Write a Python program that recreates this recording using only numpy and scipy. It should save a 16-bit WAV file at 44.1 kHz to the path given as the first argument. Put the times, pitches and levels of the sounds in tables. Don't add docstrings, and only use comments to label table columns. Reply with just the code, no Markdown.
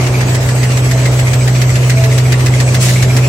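import sys
import numpy as np
from scipy import signal
from scipy.io import wavfile
from scipy.ndimage import uniform_filter1d

SR = 44100
rng = np.random.default_rng(int(sys.argv[2]) if len(sys.argv) > 2 else 0)


def ratio(d):
    e = np.asarray(d, float) / 20
    return 10 ** e


def pcm_store(signal):
    levels = np.round(np.clip(np.atleast_2d(signal), -1, 1) * 32767)
    wavfile.write(sys.argv[1], SR, levels.astype(np.int16).T)


N = 144648

# frequency in Hz, level in dB per Hz.
RUMBLE_SPECTRUM = [(20, -25), (35, -4), (50, 2), (70, -3), (105, 27), (120, -34), (145, -41), (200, -46)]
# frequency in Hz, level in dB per Hz.
ROAR_SPECTRUM = [(140, 0.5), (180, -3), (255, 0), (310, -3.5), (370, -1.5), (520, -5), (660, -5),
                 (860, -9.5), (1400, -14)]
# time in seconds, gain in dB.
ROAR_WALK = [(0, 1.5), (.3, 2.1), (.8, 0.7), (1.3, 0.3), (1.6, -0.4), (2.0, 0.1), (2.5, 0), (2.9, -0.1),
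             (3.28, 0.9)]
# frequency in Hz, likeness (1 is identical).
EAR_LIKENESS = [(60, 1), (180, 1.0), (550, 0.66), (1650, 0.022), (4970, 0.033), (15000, 0.4)]
# frequency in Hz, level in dB per Hz.
RUSTLE_SPECTRUM = [(1100, -7.5), (1400, -11.5), (2080, -2), (3650, -10.5), (7500, -9), (9500, -16.5),
                   (12000, -16.5), (15800, -26.5)]
# time in seconds, level in dB.
HUM_WALK = [(0, -12), (.15, -11.5), (.4, -11), (1.3, -9.5), (1.9, -9), (2.6, -9), (3.28, -9)]
# multiple of the shaft speed, level in dB against the hum, waver in dB.
BLOWER_ORDERS = [(1, -19, 1.5), (2, 0, .35), (4, -30, 3.0), (6, -35, 3.0), (7, -25, 2.5), (9, -27, 3.0),
                 (10.0, -32, 3.0)]
# frequency in Hz, level in dB, waver in dB.
MOTOR_TONES = [(80.2, -36, 3.0), (99.4, -30, 3.5), (182, -37, 5.0), (365, -41, 5.0), (520, -45, 5.0)]
# frequency in Hz, level in dB, waver in dB.
WHINE_LINES = [(7892.3, -44, 2.0), (7962.7, -45, 2.0), (8036.6, -49, 2.0), (8110, -49, 2.0)]
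# time in seconds, gain in dB.
WHINE_WALK = [(0, -3), (.2, -4), (.3, 2.5), (1.3, 2.5), (1.7, 1), (1.9, -2), (2.2, .5), (2.45, -1),
              (2.6, 2.5), (2.95, 2.5), (3.05, -2), (3.28, -3)]
# time in seconds, level in dB.
GEAR_WALK = [(0, -38.5), (.9, -41.5), (1.15, -35), (1.3, -38.5), (1.8, -40), (1.97, -28.5), (2.2, -33.5),
             (2.4, -53), (3.28, -38)]
# frequency in Hz, level in dB per Hz.
PUFF_SPECTRUM = [(590, -44), (1000, -7), (1100, -9), (1420, -7.5), (5250, -3), (7340, -2), (12400, -14.5),
                 (16000, -21)]
# time in seconds, level in dB.
VALVE_FLOW = [
    (2.79, -41),
    (2.808, -21),
    (2.825, -16),
    (2.842, -15),
    (2.852, -16.5),
    (2.885, -19.5),
    (2.91, -19),
    (2.97, -27),
    (3.05, -34),
]
# frequency in Hz, level in dB per Hz.
STRIKE_SPECTRUM = [(600, -18.5), (1300, -6), (1800, 3.5), (3000, -3.5), (5500, -3.5), (7200, -5.5),
                   (12000, -15.5), (15000, -18.5)]
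# ring in Hz, second ring in Hz, rebound in dB.
TUCKERS = [
    (2200, 2090, -1),
    (2400, 2280, 2),
    (2250, 2400, -.5),
]
# delay in seconds, crack in dB, ring in dB, time for the crack to fall 60 dB in seconds.
TUCK_HITS = [
    (0, -6, 0.5, .04),
    (.0105, -6, -.5, .05),
    (.047, -13, -8, .04),
]
# time in seconds, strength in dB, ring in dB.
TUCK_TIMES = [(0.0024, -15, -17), (0.1434, -21.5, -17), (0.2834, -14.5, -22), (0.4222, -16, -41),
              (0.565, -27, -22), (0.707, -11.5, -41), (0.8474, -14, -18), (0.9894, -17.5, -18),
              (1.1282, -17, -22), (1.2704, -14, -12), (1.4102, -23, -19), (1.5517, -12, -20),
              (1.6934, -11.5, -16), (1.8329, -23, -18), (1.972, -14.5, -16), (2.1154, -14, -17),
              (2.2546, -17, -19.5), (2.3954, -11.5, -19), (2.5384, -10, -16), (2.6789, -16.5, -15),
              (2.819, -31, -29), (2.961, -16, -15.5), (3.1001, -20.5, -16.5), (3.2406, -14.5, -22)]
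# ring in Hz, second ring in Hz, rebound in dB.
ROLL_BLADES = [
    (1720, 1950, -3),
    (2030, 1880, -1),
    (1760, 2030, -2.5),
]
# delay in seconds, crack in dB, ring in dB, time for the crack to fall 60 dB in seconds.
CUT_HITS = [
    (0, 1.5, -4, .04),
    (.0055, -1.5, 0.1, .035),
    (.0205, -3, -1, .035),
]
# time in seconds, strength in dB, ring in dB, treble in dB.
CUT_TIMES = [(0.0653, -15.5, -33, 0.5), (0.2072, -13, -13, -2), (0.3474, -15.5, -15, 5),
             (0.4878, -13, -19, -1.5), (0.6313, -13, -13, 1.5), (0.7706, -12.5, -15, 1),
             (0.9115, -13, -18, 2.5), (1.0542, -11.5, -12.5, -2), (1.1912, -12.5, -17, 0.5),
             (1.3324, -9.5, -20, -2), (1.476, -12, -13.5, 0.1), (1.6156, -10, -18.5, 0.5),
             (1.7554, -10.5, -21, -1), (1.8969, -9.5, -13, 1.5), (2.0379, -12, -11, 0.5),
             (2.1789, -10, -32, 0.8), (2.3215, -8, -13.5, -1.5), (2.4611, -10.5, -16, 1.5),
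             (2.601, -7.5, -31, 0.1), (2.7441, -9.5, -17.5, 1.5), (2.8864, -12, -14.5, -1),
             (3.0245, -8, -34, 1.3), (3.1653, -10, -17, 2)]
# frequency in Hz, threshold in dB against the usual power.
MUTE_LEVELS = [(3000, -14), (6000, -6), (7500, -3.2), (8600, -1), (10000, .2), (13000, -.3), (15000, .5),
               (16000, 2)]


def evened(x):
    return x / np.sqrt(np.mean(x ** 2) + 1e-20)


def read(points, hz):
    f, value = np.transpose(points)
    return np.interp(np.log(hz + 1), np.log(f + 1), value)


def curve(points):
    return np.interp(np.arange(N) / SR, *np.transpose(points))


def drift(rate):
    f = np.geomspace(rate / 12, rate, 20)[:, None]
    t = np.arange(0, N + 256, 256) / SR
    waves = np.sin(2 * np.pi * (f * t + rng.random((20, 1)))) / np.sqrt(f)
    return np.interp(np.arange(N) / SR, t, evened(waves.sum(0)))


def colour(x, points):
    hz = abs(np.fft.fftfreq(4096, 1 / SR))
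    log_gain = np.log(ratio(np.maximum(read(points, hz), -80)))
    phase = -signal.hilbert(log_gain).imag
    taps = np.fft.ifft(np.exp(log_gain + 1j * phase)).real[:2048]
    return signal.oaconvolve(x, taps[None] / np.linalg.norm(taps), axes=1)[:, :x.shape[1]]


def noise(points, patchy_db, below_db=-40, above_db=-40):
    frames, hz = N // 256 + 5, np.fft.rfftfreq(2048, 1 / SR)
    a, b, c, d, patches = rng.standard_normal((frames // 2, 1025, 5)).T
    patches = uniform_filter1d(patches, size=16, axis=0)
    patches = evened(uniform_filter1d(patches, size=5, axis=1))
    same = np.clip(read(EAR_LIKENESS, hz), -1, 1)[:, None]
    left = a + 1j * b
    right = same * left + np.sqrt(1 - same ** 2) * (c + 1j * d)
    low_hz, high_hz = points[0][0], points[-1][0]
    skirt_db = below_db * np.log2(np.maximum(low_hz / (hz + 1), 1))
    skirt_db = skirt_db + above_db * np.log2(np.maximum(hz / high_hz, 1))
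    level_db = (read(points, hz) + skirt_db)[:, None] + patchy_db * patches
    z = np.array([left, right]) * ratio(level_db)
    return evened(signal.istft(z, nperseg=2048, noverlap=1536)[1][:, :N])


def tone(hz, db, waver_db, rate, lead):
    turn = 2 * np.pi * (hz * np.arange(N) / SR + rng.random())
    return np.sqrt(2) * ratio(db + waver_db * drift(rate)) * np.sin([turn - lead, turn + lead])


def hall_roar():
    roar = ratio(-22 + curve(ROAR_WALK)) * noise(ROAR_SPECTRUM, 1.08, below_db=-41, above_db=-12)
    return roar + ratio(-26.5) * noise(RUMBLE_SPECTRUM, 3.9)


def paper_rustle():
    cycle_s, slack_s, slack_width_s, slack_db = .14091, .113, .018, -3.5
    off = (np.arange(N) / SR - slack_s + cycle_s / 2) % cycle_s - cycle_s / 2
    level_db = -24 + slack_db * np.exp(-(off / slack_width_s) ** 2)
    return ratio(level_db) * noise(RUSTLE_SPECTRUM, 2.7, below_db=-68)


def blower():
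    shaft_hz = 62.95
    hum = sum(tone(k * shaft_hz, db, waver, 6.0, -.024 * k) for k, db, waver in BLOWER_ORDERS)
    return hum * ratio(curve(HUM_WALK)) * ratio([[-.4], [.4]])


def motors():
    low = sum(tone(hz, db, waver, 4.87, .015) for hz, db, waver in MOTOR_TONES)
    gear = tone(658, 0, 5.3, 14.0, .1) * ratio(curve(GEAR_WALK))
    whine = sum(tone(hz, db + 1.8, waver + 1.8, 45.0, .45) for hz, db, waver in WHINE_LINES)
    whine = whine * ratio(curve(WHINE_WALK) + [[1.2], [-1.2]])
    return whine + gear + low


def valve_puff():
    sputter_db = 1 * drift(220.0)
    return ratio(curve(VALVE_FLOW) + sputter_db) * noise(PUFF_SPECTRUM, 1.5, below_db=-7)


def blows(events, parts, contacts, rise_s, t60, ring_t60, crack_db, ring_db, body_db):
    t, out = np.arange(5000) / SR, np.zeros((2, N + 5000))
    repeat_share = .3
    own = rng.standard_normal((len(parts), 2, len(t)))
    treble = signal.butter(2, 4630, "high", fs=SR)
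    dull = signal.butter(2, 5000, fs=SR)
    for k, (s, db, knock_db, *treble_db) in enumerate(events):
        part = k % len(parts)
        hz, second_hz, rebound_db = parts[part]
        r, fresh = rng.standard_normal(4), rng.standard_normal((2, len(t)))
        grit = np.sqrt(repeat_share) * own[part] + np.sqrt(1 - repeat_share) * fresh
        side = np.array([[0], [1.37 + r[2]]])
        crack = grit * np.minimum(t / .012, 1) * ratio(body_db - 60 * t / t60)
        ring = 0
        for n, (delay_s, hit_db, tone_db, snap_t60) in enumerate(contacts):
            u = np.maximum(t - delay_s * (1 + 0.0435 * r[0]), 0)
            rise = np.minimum(u / rise_s, 1) * ratio((n > 0) * (rebound_db + 1.5 * r[1]))
            snap = grit * rise * ratio(hit_db - 60 * u / snap_t60)
            if n == len(contacts) - 1:
                snap = signal.lfilter(*dull, snap)
            crack = crack + snap
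            turn = 2 * np.pi * (1 + .017 * r[3]) * u
            steel = np.sin(hz * turn + side) + np.sin(second_hz * turn + side)
            ring = ring + rise * ratio(tone_db - 60 * u / ring_t60) * steel
        crack = crack + (ratio(sum(treble_db)) - 1) * signal.filtfilt(*treble, crack)
        at = max(round((s - rise_s / 2) * SR), 0)
        blow = ratio(db + crack_db) * colour(crack, STRIKE_SPECTRUM) + ratio(knock_db + ring_db) * ring
        out[:, at:at + len(t)] += blow
    return out[:, :N]


def tucker_clacks():
    return blows(TUCK_TIMES, TUCKERS, TUCK_HITS, rise_s=.002, t60=.13, ring_t60=.035,
                 crack_db=-5.5, ring_db=1, body_db=-6.5)


def blade_cuts():
    return blows(CUT_TIMES, ROLL_BLADES, CUT_HITS, rise_s=.0022, t60=.13, ring_t60=.05,
                 crack_db=-4.5, ring_db=-2, body_db=-7.5)


def hall_echo(x):
    t = np.arange(SR // 2) / SR
    fade = ratio(-60 * t / 0.22) * np.minimum(t / 0.0028, 1)
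    tail = rng.standard_normal((2, len(t))) * fade
    return ratio(-24) * signal.fftconvolve(x, tail / np.linalg.norm(tail[0]), axes=1)[:, :N]


def scene():
    hits = blade_cuts() + tucker_clacks()
    background = hall_roar() + paper_rustle() + blower() + motors()
    return background + valve_puff() + hits + hall_echo(hits)


def muted_treble(x):
    hz, _, z = signal.stft(x, SR, nperseg=1024, noverlap=768)
    power = uniform_filter1d((abs(z) ** 2).mean(0), size=4, axis=0)
    power = uniform_filter1d(power, size=7, axis=1)
    usual = uniform_filter1d(np.median(power, axis=1), size=15)[:, None]
    swell = uniform_filter1d(power / (usual + 1e-20), size=80, axis=0)
    usual = usual * swell ** .7
    strong = power > usual * ratio(2 * read(MUTE_LEVELS, hz))[:, None]
    keep = strong | (hz < 3000)[:, None]
    z = z * keep * (hz < 16050)[:, None]
    return signal.istft(z, SR, nperseg=1024, noverlap=768)[1][:, :N]


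def top_cut(x):
    return signal.sosfilt(signal.butter(12, 16120, fs=SR, output="sos"), x)


def record(dry):
    ceiling = .93
    limited = ceiling * np.tanh((abs(dry) / ceiling) ** 4) ** (1 / 4) * np.sign(dry)
    finished = muted_treble(limited)
    return top_cut(finished)


dry = scene()
out = record(dry)
pcm_store(out)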